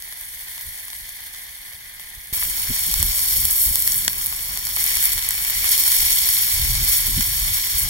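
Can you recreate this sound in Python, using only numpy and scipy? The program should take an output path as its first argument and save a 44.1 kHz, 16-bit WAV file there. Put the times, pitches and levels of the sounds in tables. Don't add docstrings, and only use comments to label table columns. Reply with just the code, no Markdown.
import sys
import numpy as np
from scipy import signal
from scipy.fft import rfft, irfft, next_fast_len
from scipy.io import wavfile
from scipy.ndimage import uniform_filter1d, minimum_filter1d

SR = 44100
rng = np.random.default_rng(int(sys.argv[2]) if len(sys.argv) > 2 else 0)


def wav_out(sig):
    wavfile.write(sys.argv[1], SR, np.round(np.clip(np.atleast_2d(sig).T, -1, 1) * 32767).astype(np.int16))


N = 347949

CLOSE_UP_S = 2.3272
TIME = np.arange(N) / SR
SIZE = next_fast_len(N + 4096)
HZ = np.maximum(np.arange(SIZE // 2 + 1) * SR / SIZE, 1)


def from_db(db):
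    return 10 ** (np.asarray(db) / 20)


def rms_one(x):
    return x / np.sqrt(np.mean(x ** 2) + 1e-20)


def in_time(rows):
    s, *columns = np.transpose(rows)
    return [np.interp(TIME, s, column) for column in columns]


def in_pitch(rows):
    hz, *columns = np.transpose(rows)
    return [np.interp(np.log(HZ), np.log(hz), column) for column in columns]


def shape(x, gain):
    return irfft(rfft(x, SIZE) * gain, SIZE)[..., :N]


def below(edge_hz, order=6):
    return 1 / np.sqrt(1 + (HZ / edge_hz) ** (2 * order))


def drift(rate_hz):
    return rms_one(shape(rng.standard_normal(N), below(rate_hz, order=2)))


def air(colour, alike):
    white = rng.standard_normal((3, N))
    alike = np.clip(alike, 0, 1)
    stereo = np.sqrt(alike) * white[0] + np.sqrt(1 - alike) * white[1:]
    return rms_one(shape(stereo, from_db(in_pitch(colour)[0])))


def even(noise):
    power = uniform_filter1d(np.mean(noise ** 2, axis=0), size=SR // 10)
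    return noise / np.sqrt(power + .05)


def snap(decay_s, band_hz, order):
    age = np.arange(SR // 50) / SR
    spray = rfft(rng.standard_normal((2, len(age))) * np.exp(-age / decay_s))
    spray = irfft(spray / np.abs(spray), len(age)) * np.exp(-age / (10 * decay_s))
    band = signal.butter(order, band_hz, "band", fs=SR, output="sos")
    sound = signal.sosfilt(band, spray)
    return sound / np.sqrt(np.sum(sound ** 2, axis=1, keepdims=True) / (.001 * SR))


def add(track, s, sound):
    start = round(s * SR)
    track[..., start:start + sound.shape[-1]] += sound


def fire():
    # pitch_hz, relative_level_db
    fire_colour = [(60, -33), (150, 8), (300, -1.5), (500, -5.5), (800, -10.5), (1800, -8), (2600, -54)]
    level_db = np.where(TIME >= CLOSE_UP_S, -52.5, -63)
    return from_db(level_db) * air(fire_colour, alike=0.06)


def wind():
    # pitch_hz, relative_level_db
    wind_colour = [(12, -25), (20, 2), (43, 6), (87, -1), (140, -9.5), (450, -56), (580, -69), (990, -120)]
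    # pitch_hz, relative_level_db
    buffet_colour = [(40, -32), (100, 11), (230, 5), (350, -4), (520, -32), (900, -60)]
    # centre_s, width_s, rumble_db, flutter_db
    gusts = [(0.68, 0.021, -40, -64), (1.02, 0.038, -47, -70), (2.18, 0.024, -44.5, -56),
             (2.49, 0.033, -37.5, -46), (2.709, 0.017, -29, -27), (2.891, 0.035, -44, -39.5),
             (3.03, 0.064, -27.5, -37), (3.41, 0.073, -32.5, -47), (3.7, 0.034, -32.5, -42.5),
             (4.0, 0.23, -45, -47), (4.5, 0.035, -43, -68), (5.162, 0.015, -33.5, -48),
             (5.6, 0.038, -37, -67), (6.038, 0.043, -33, -99), (6.66, 0.078, -25.5, -57),
             (6.825, 0.08, -30, -38), (7.1, 0.054, -27.5, -38), (7.189, 0.03, -31, -26),
             (7.29, 0.054, -34.5, -49), (7.46, 0.068, -28.5, -48), (7.759, 0.014, -29, -53),
             (7.86, 0.035, -29.5, -44)]
    flutter_width_share = 0.4
    close = TIME >= CLOSE_UP_S
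    breeze = from_db(np.where(close, -43, -55.5) + 1.5 * drift(rate_hz=10))
    rumble, flutter = 0, 0
    for s, width, rumble_db, flutter_db in gusts:
        same_place = close == (s >= CLOSE_UP_S)
        away = np.where(same_place, (TIME - s) / width, np.inf)
        rumble = rumble + from_db(rumble_db) * np.exp(-.5 * away ** 2)
        flutter = flutter + from_db(flutter_db) * np.exp(-.5 * (away / flutter_width_share) ** 2)
    low_wind = np.hypot(breeze, rumble) * even(air(wind_colour, alike=0.89))
    return low_wind + flutter * even(air(buffet_colour, alike=0.7))


def eddies():
    # centre_s, pitch_hz, level_db
    pulses = [(2.975, 50, -24), (3.011, 65, -20), (3.096, 45, -21.5), (3.673, 55, -25), (6.604, 85, -21),
              (6.645, 45, -18.5), (6.705, 95, -23), (6.833, 45, -18), (7.172, 110, -19), (7.195, 160, -20)]
    half_length_cycles = 0.42
    out = np.zeros(N)
    age = np.arange(-SR // 25, SR // 25) / SR
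    for s, hz, db in pulses:
        window = np.exp(-.5 * (age * hz / half_length_cycles) ** 2)
        add(out, s + age[0], from_db(db) * np.cos(2 * np.pi * hz * age) * window)
    return out


def thumps():
    # start_s, pitch_hz, level_db (before the low-pass)
    low_thumps = [(2.3272, 43, -24), (2.704, 170, -25), (4.0805, 230, -27)]
    decay_cycles = 0.68
    out, age = np.zeros(N), np.arange(SR // 8) / SR
    for s, hz, db in low_thumps:
        add(out, s, from_db(db) * np.cos(2 * np.pi * hz * age) * np.exp(-age * hz / decay_cycles))
    return shape(out, below(360, order=2))


def knife():
    # start_s, level_db
    knocks = [(4.0797, 1.5), (4.0829, -10)]
    out = np.zeros((2, N))
    for s, db in knocks:
        add(out, s, from_db(db) * snap(decay_s=.0006, band_hz=[1100, 10000], order=1))
    return out


def pops():
    # start_s, crack_db, spit_db, plop_db
    drops = [(0.023, -24, -31, -46), (0.1251, -40, -32, -31), (0.2113, -21, -39, -40),
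             (0.5797, -36, -35, -29), (0.6107, -30, -31, -38), (0.787, -38, -32, -42),
             (0.8821, -26, -37, -32), (0.9026, -40, -29, -43), (0.9314, -28, -38, -29),
             (0.9515, -29, -36, -36), (1.0919, -25, -37, -47), (1.3471, -43, -33, -33),
             (1.36, -42, -37, -40), (1.5551, -28, -49, -48), (1.7343, -29, -37, -40),
             (1.9968, -33, -38, -33), (2.2716, -31, -45, -49), (2.3448, -17, -35, -33),
             (2.4264, -30, -34, -20), (2.4346, -13, -29, -36), (2.4505, -18, -28, -24),
             (2.674, -30, -38, -28), (2.793, -12, -35, -31), (2.9144, -15, -22, -30),
             (2.9406, -6, -11, -17), (3.0005, -15, -18, -30), (3.0279, -3, -15, -21),
             (3.1924, -16, -20, -24), (3.4531, -6, -18, -28), (3.5097, -10, -23, -35),
             (3.7566, -6, -14, -26), (3.8227, -9, -21, -34), (3.876, -4, -12, -23), (3.92, -25, -14, -36),
             (3.9434, -10, -23, -34), (3.9802, -14, -31, -39), (4.0484, -14, -19, -33),
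             (4.1317, -16, -28, -38), (4.1821, -17, -38, -43), (4.214, -24, -32, -27),
             (4.2418, -16, -37, -43), (4.2608, -10, -25, -29), (4.2676, -12, -24, -35),
             (4.3257, -27, -30, -24), (4.457, -20, -41, -35), (4.5741, -15, -20, -22),
             (4.652, -16, -26, -36), (4.6691, -20, -20, -24), (4.6902, -17, -34, -29),
             (4.7634, -11, -24, -38), (4.77, -22, -28, -21), (4.8404, -7, -22, -34),
             (4.8639, -10, -23, -35), (4.9538, -11, -16, -35), (4.9699, -12, -16, -22),
             (5.0268, -11, -20, -25), (5.0338, -11, -26, -35), (5.0396, -11, -21, -26),
             (5.0547, -7, -22, -36), (5.1196, -14, -27, -37), (5.1331, -12, -29, -30),
             (5.1788, -16, -23, -22), (5.2247, -29, -20, -22), (5.2888, -7, -30, -38),
             (5.3075, -11, -25, -24), (5.3517, -18, -25, -29), (5.4488, -13, -25, -30),
             (5.499, -12, -26, -24), (5.5046, -11, -25, -37), (5.6434, -10, -31, -23),
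             (5.6912, -9, -17, -25), (5.7782, -9, -29, -34), (5.838, -11, -27, -34),
             (5.8724, -11, -22, -34), (5.8778, -9, -21, -24), (5.9188, -9, -29, -34),
             (5.9272, -8, -29, -34), (5.965, -10, -24, -28), (6.2893, -7, -16, -22),
             (6.3393, -10, -31, -28), (6.7532, -22, -17, -26), (7.2085, -14, -16, -20),
             (7.67, -24, -34, -26), (7.7829, -11, -27, -36)]
    out = np.zeros((2, N))
    for s, crack_db, spit_db, plop_db in drops:
        add(out, s, from_db(crack_db) * snap(decay_s=.0004, band_hz=[8600, 16000], order=4))
        add(out, s, from_db(spit_db) * snap(decay_s=.0006, band_hz=[3800, 8500], order=2))
        add(out, s, from_db(plop_db) * snap(decay_s=.0008, band_hz=[950, 4200], order=2))
    return out


def hiss(patchy_db, patchy_hz):
    white = rng.standard_normal((2, N))
    under = [0, *(below(hz) ** 2 for hz in (4800, 7400, 10600, 13700)), 1]
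    jets = 0
    for low, high in zip(under, under[1:]):
        jets = jets + shape(white, high - low) * from_db(patchy_db * drift(patchy_hz))
    return rms_one(jets)


def crackles():
    rate_per_s = 150 * from_db(5 * drift(rate_hz=12))
    born = rng.random(N) < rate_per_s / SR
    sizes = from_db(11 * rng.random(N) ** 2) * rng.choice([-1, 1], (2, N))
    return rms_one(born * sizes)


def bursts(per_s, spread_db, clump_db):
    born = rng.random((2, N)) < per_s / SR
    sizes = from_db(spread_db * np.minimum(rng.standard_normal((2, N)), 2.8))
    flurries = from_db(clump_db * (drift(15.0) + drift(480)) / np.sqrt(2))
    return rms_one(born * sizes * rng.choice([-1, 1], (2, N))) * flurries


def ringing(clicks, cycles, low_hz, high_hz, count=14):
    dealt = rng.integers(0, count, N)
    out = 0
    for k, hz in enumerate(np.geomspace(low_hz, high_hz, count)):
        w = 2 * np.pi * hz / SR
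        r = np.exp(-np.log(1000) * hz / (cycles * SR))
        struck = clicks * (dealt == k) + 1e-18
        out = out + signal.lfilter([w, 0, -w], [1, -2 * r * np.cos(w), r * r], struck)
    return rms_one(out)


def ticks(per_s, spread_db):
    born = rng.random(N) < per_s / SR
    shared_db = spread_db * np.minimum(rng.standard_normal(N), 1.8)
    sizes = from_db(shared_db + 2 * rng.standard_normal((2, N)))
    return ringing(born * sizes, cycles=20, low_hz=2440, high_hz=16000, count=24)


def spurts():
    # start_s, length_s, fizz_rise_db, spit_rise_db, bubble_rise_db
    escapes = [(3.266, 0.16, 1.5, 3, 1), (3.57, 0.11, 4, 1, -1), (3.877, 0.16, 2.5, 0, 0.5),
               (4.179, 0.097, 4, 2, 0), (4.777, 0.066, 2, 1, -1), (5.018, 0.064, 3.5, -3, 1),
               (5.623, 0.072, -1, 2.5, 6.5), (5.698, 0.071, 2, 4.5, 2.5), (6.822, 0.19, 5.5, 2.5, 1),
               (7.51, 0.097, 2.5, 2, 2), (7.74, 0.12, 5.5, 0.5, 1.5)]
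    total = np.zeros((3, N))
    for s, length, *rises in escapes:
        total += np.outer(rises, np.sin(np.pi * np.clip((TIME - s) / length, 0, 1)))
    return total


def juice():
    turned_s = 4.765
    fresh_db, drying_db_per_s = 7, 1.28
    return fresh_db * (TIME >= turned_s) - drying_db_per_s * np.maximum(TIME - CLOSE_UP_S, 0)


def levels(sizzle):
    # time_s, level_db
    treble = [(0, 11.5), (1.9, 8.5), (2.4, 11.5), (2.95, 8), (3.6, 13), (4.55, 7.5), (5.5, 8), (6.45, 8),
              (6.78, 4.5), (7.1, 7.5), (7.89, 5)]
    bubbling_follows = 0.34
    simmer_juice_share = 0.22
    vigour = in_time(sizzle)[0]
    steam_fizz, steam_spit, steam_bubbles = spurts()
    usual = np.mean(np.array(sizzle)[:, 1])
    boil = usual + bubbling_follows * (vigour - usual) + steam_bubbles
    surge = 1.09 * drift(rate_hz=29.3)
    fizz = vigour + in_time(treble)[0] + steam_fizz + surge
    wetness = juice()
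    return fizz, vigour + steam_spit, boil + wetness, boil + simmer_juice_share * wetness


def frying(sizzle, colour, clicks, fizz_db, spit_db, bubble_db, simmer_db,
           fine_steam_db, coarse_steam_db, tick_db, ring_db):
    tone = from_db(in_pitch(colour)[0])
    steam = hiss(patchy_db=2.3, patchy_hz=160)
    droplets = from_db(tick_db) * ticks(per_s=1400, spread_db=4.5)
    crackle_db = -5

    fine = (clicks + from_db(fine_steam_db) * steam) * from_db(.9 * drift(40))
    fine = fine + droplets + from_db(crackle_db) * crackles()
    coarse = clicks * from_db(2.8 * rng.standard_normal(N)) + from_db(coarse_steam_db) * steam
    coarse = coarse + droplets + from_db(crackle_db) * crackles()
    large = bursts(per_s=700, spread_db=5.5, clump_db=2.5)
    wet = coarse + from_db(ring_db) * ringing(large, cycles=9, low_hz=700, high_hz=5500)

    under_fizz, under_spit, under_bubbles = below(7560), below(2637), below(1553)
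    under_simmer = below(210, order=3)
    fizz = rms_one(shape(fine, tone * np.sqrt(1 - under_fizz ** 2)))
    spit = rms_one(shape(wet, tone * under_fizz * np.sqrt(1 - under_spit ** 2)))
    bubbles = rms_one(shape(wet, tone * under_spit * np.sqrt(1 - under_bubbles ** 2)))
    simmer = rms_one(shape(wet, tone * under_bubbles * np.sqrt(1 - under_simmer ** 2)))
    layers = zip((fizz, spit, bubbles, simmer), levels(sizzle), (fizz_db, spit_db, bubble_db, simmer_db))
    return sum(layer * from_db(level + db) for layer, level, db in layers)


def widen(sound, ports):
    # pitch_hz, lag_cycles
    feed_lag = [(0, 0), (1000, .1), (1400, .5), (1800, .97), (2300, 1.3), (2490, 1.487), (2785, 1.509),
                (3250, 2), (3940, 2.5), (4900, 3.5), (6050, 4.5), (7400, 5.5), (9130, 6.5), (16790, 11.5)]
    left_db, feed, lean_db = in_pitch(ports)
    left_gain, feed, lean = from_db(left_db), np.clip(feed, 0, 1), from_db(lean_db / 2)
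    cross = feed * np.exp(-2j * np.pi * np.interp(HZ, *np.transpose(feed_lag)))
    left, right = rfft(sound, SIZE)
    out_left = (left_gain * left + cross * right) / np.hypot(left_gain, feed)
    out_right = (right + cross * left_gain * left) / np.hypot(1, feed * left_gain)
    return irfft(np.array([out_left * lean, out_right / lean]), SIZE)[:, :N]


def scene():
    # pitch_hz, relative_level_db
    far_colour = [(450, -16.5), (800, -8.5), (1200, -9.5), (1600, -5.5), (2050, -0.5), (2900, -5),
                  (3500, 0.5), (4100, 2), (4900, -1.5), (6000, -2), (7400, -10), (9000, -2), (10500, 1),
                  (15500, -1.5)]
    near_colour = [(500, -26), (800, -20), (1150, -16.5), (1850, -14), (2220, -5.5), (2800, -8.5),
                   (3400, -5.5), (4100, -1.5), (4700, -3.5), (5300, 0), (7000, -7.5), (8400, -5),
                   (9700, -0.5), (15500, 1.5)]
    # time_s, level_db
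    far_sizzle = [(0, -42.5), (.65, -39.5), (1.4, -41.5), (2.32, -44.5)]
    # time_s, level_db
    near_sizzle = [(2.33, -32), (2.68, -31.5), (2.9, -27), (3.3, -28.5), (3.95, -31), (4.17, -34.5),
                   (4.45, -34), (4.73, -31), (4.8, -28.5), (4.98, -26), (5.3, -31), (5.55, -28.5),
                   (5.72, -24), (6.15, -23), (6.4, -25), (6.95, -26), (7.55, -26.5), (7.89, -27)]
    # pitch_hz, left_against_right_db, cross_feed (0-1), left_minus_right_db
    far_ports = [(400, -2, .2, 2), (850, -3, .3, 5), (1300, -7, .7, 2), (1900, -7, .95, 0),
                 (2200, -7, .95, -2), (2500, -7, 1, 0), (2850, -7, 1, 0), (4000, -4, .8, 0),
                 (4800, -1, .2, -1), (6800, -1, .2, -1.5), (7350, -1, .45, -1.5), (8500, -2, .3, -1),
                 (9100, -7, .93, 0), (15500, -7.5, .98, 0)]
    near_ports = [(400, -3, .3, 3), (1150, -9, .7, 4), (1450, -7, .45, 3), (1900, -7, .95, -.5),
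                  (2200, -7, .97, -2.5), (2480, -7, 1, 0), (2850, -7, 1, 0), (4000, -4, .95, -.5),
                  (6000, -3.5, .85, 1.5), (7600, -2, .27, 4), (8600, -2, .35, -.3), (9200, -7, .9, 0),
                  (10600, -7.5, 1, 0), (15500, -7.5, .97, 0)]
    close = TIME >= CLOSE_UP_S
    far = frying(far_sizzle, far_colour, bursts(per_s=12000, spread_db=4.0, clump_db=2.0),
                 fizz_db=-3.0, spit_db=-4.5, bubble_db=-4.5, simmer_db=-14.5,
                 fine_steam_db=4.0, coarse_steam_db=-2.0, tick_db=-7, ring_db=-13.5)
    near = frying(near_sizzle, near_colour, bursts(per_s=12000, spread_db=2.5, clump_db=2.0),
                  fizz_db=1.0, spit_db=-2.5, bubble_db=-10.5, simmer_db=-17.5,
                  fine_steam_db=7.0, coarse_steam_db=-1.5, tick_db=-8.0, ring_db=-10.0)
    impacts = pops() + knife()
    food = widen(~close * (far + impacts), far_ports) + widen(close * (near + impacts), near_ports)
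    return food + fire() + wind() + eddies() + thumps()


def record(dry):
    hold, cutoff_hz = SR // 100, 15780
    needed = np.minimum(1, 1.6 / (np.abs(dry).max(axis=0) + 1e-9))
    held = minimum_filter1d(needed, hold, origin=hold // 2 - 20)
    limited = dry * uniform_filter1d(held, size=24)
    rounded = limited / (1 + limited ** 6) ** (1 / 6)
    return shape(rounded, 1 / np.sqrt(1 + np.minimum(HZ / cutoff_hz, 2) ** 400))


dry = scene()
out = record(dry)
wav_out(out)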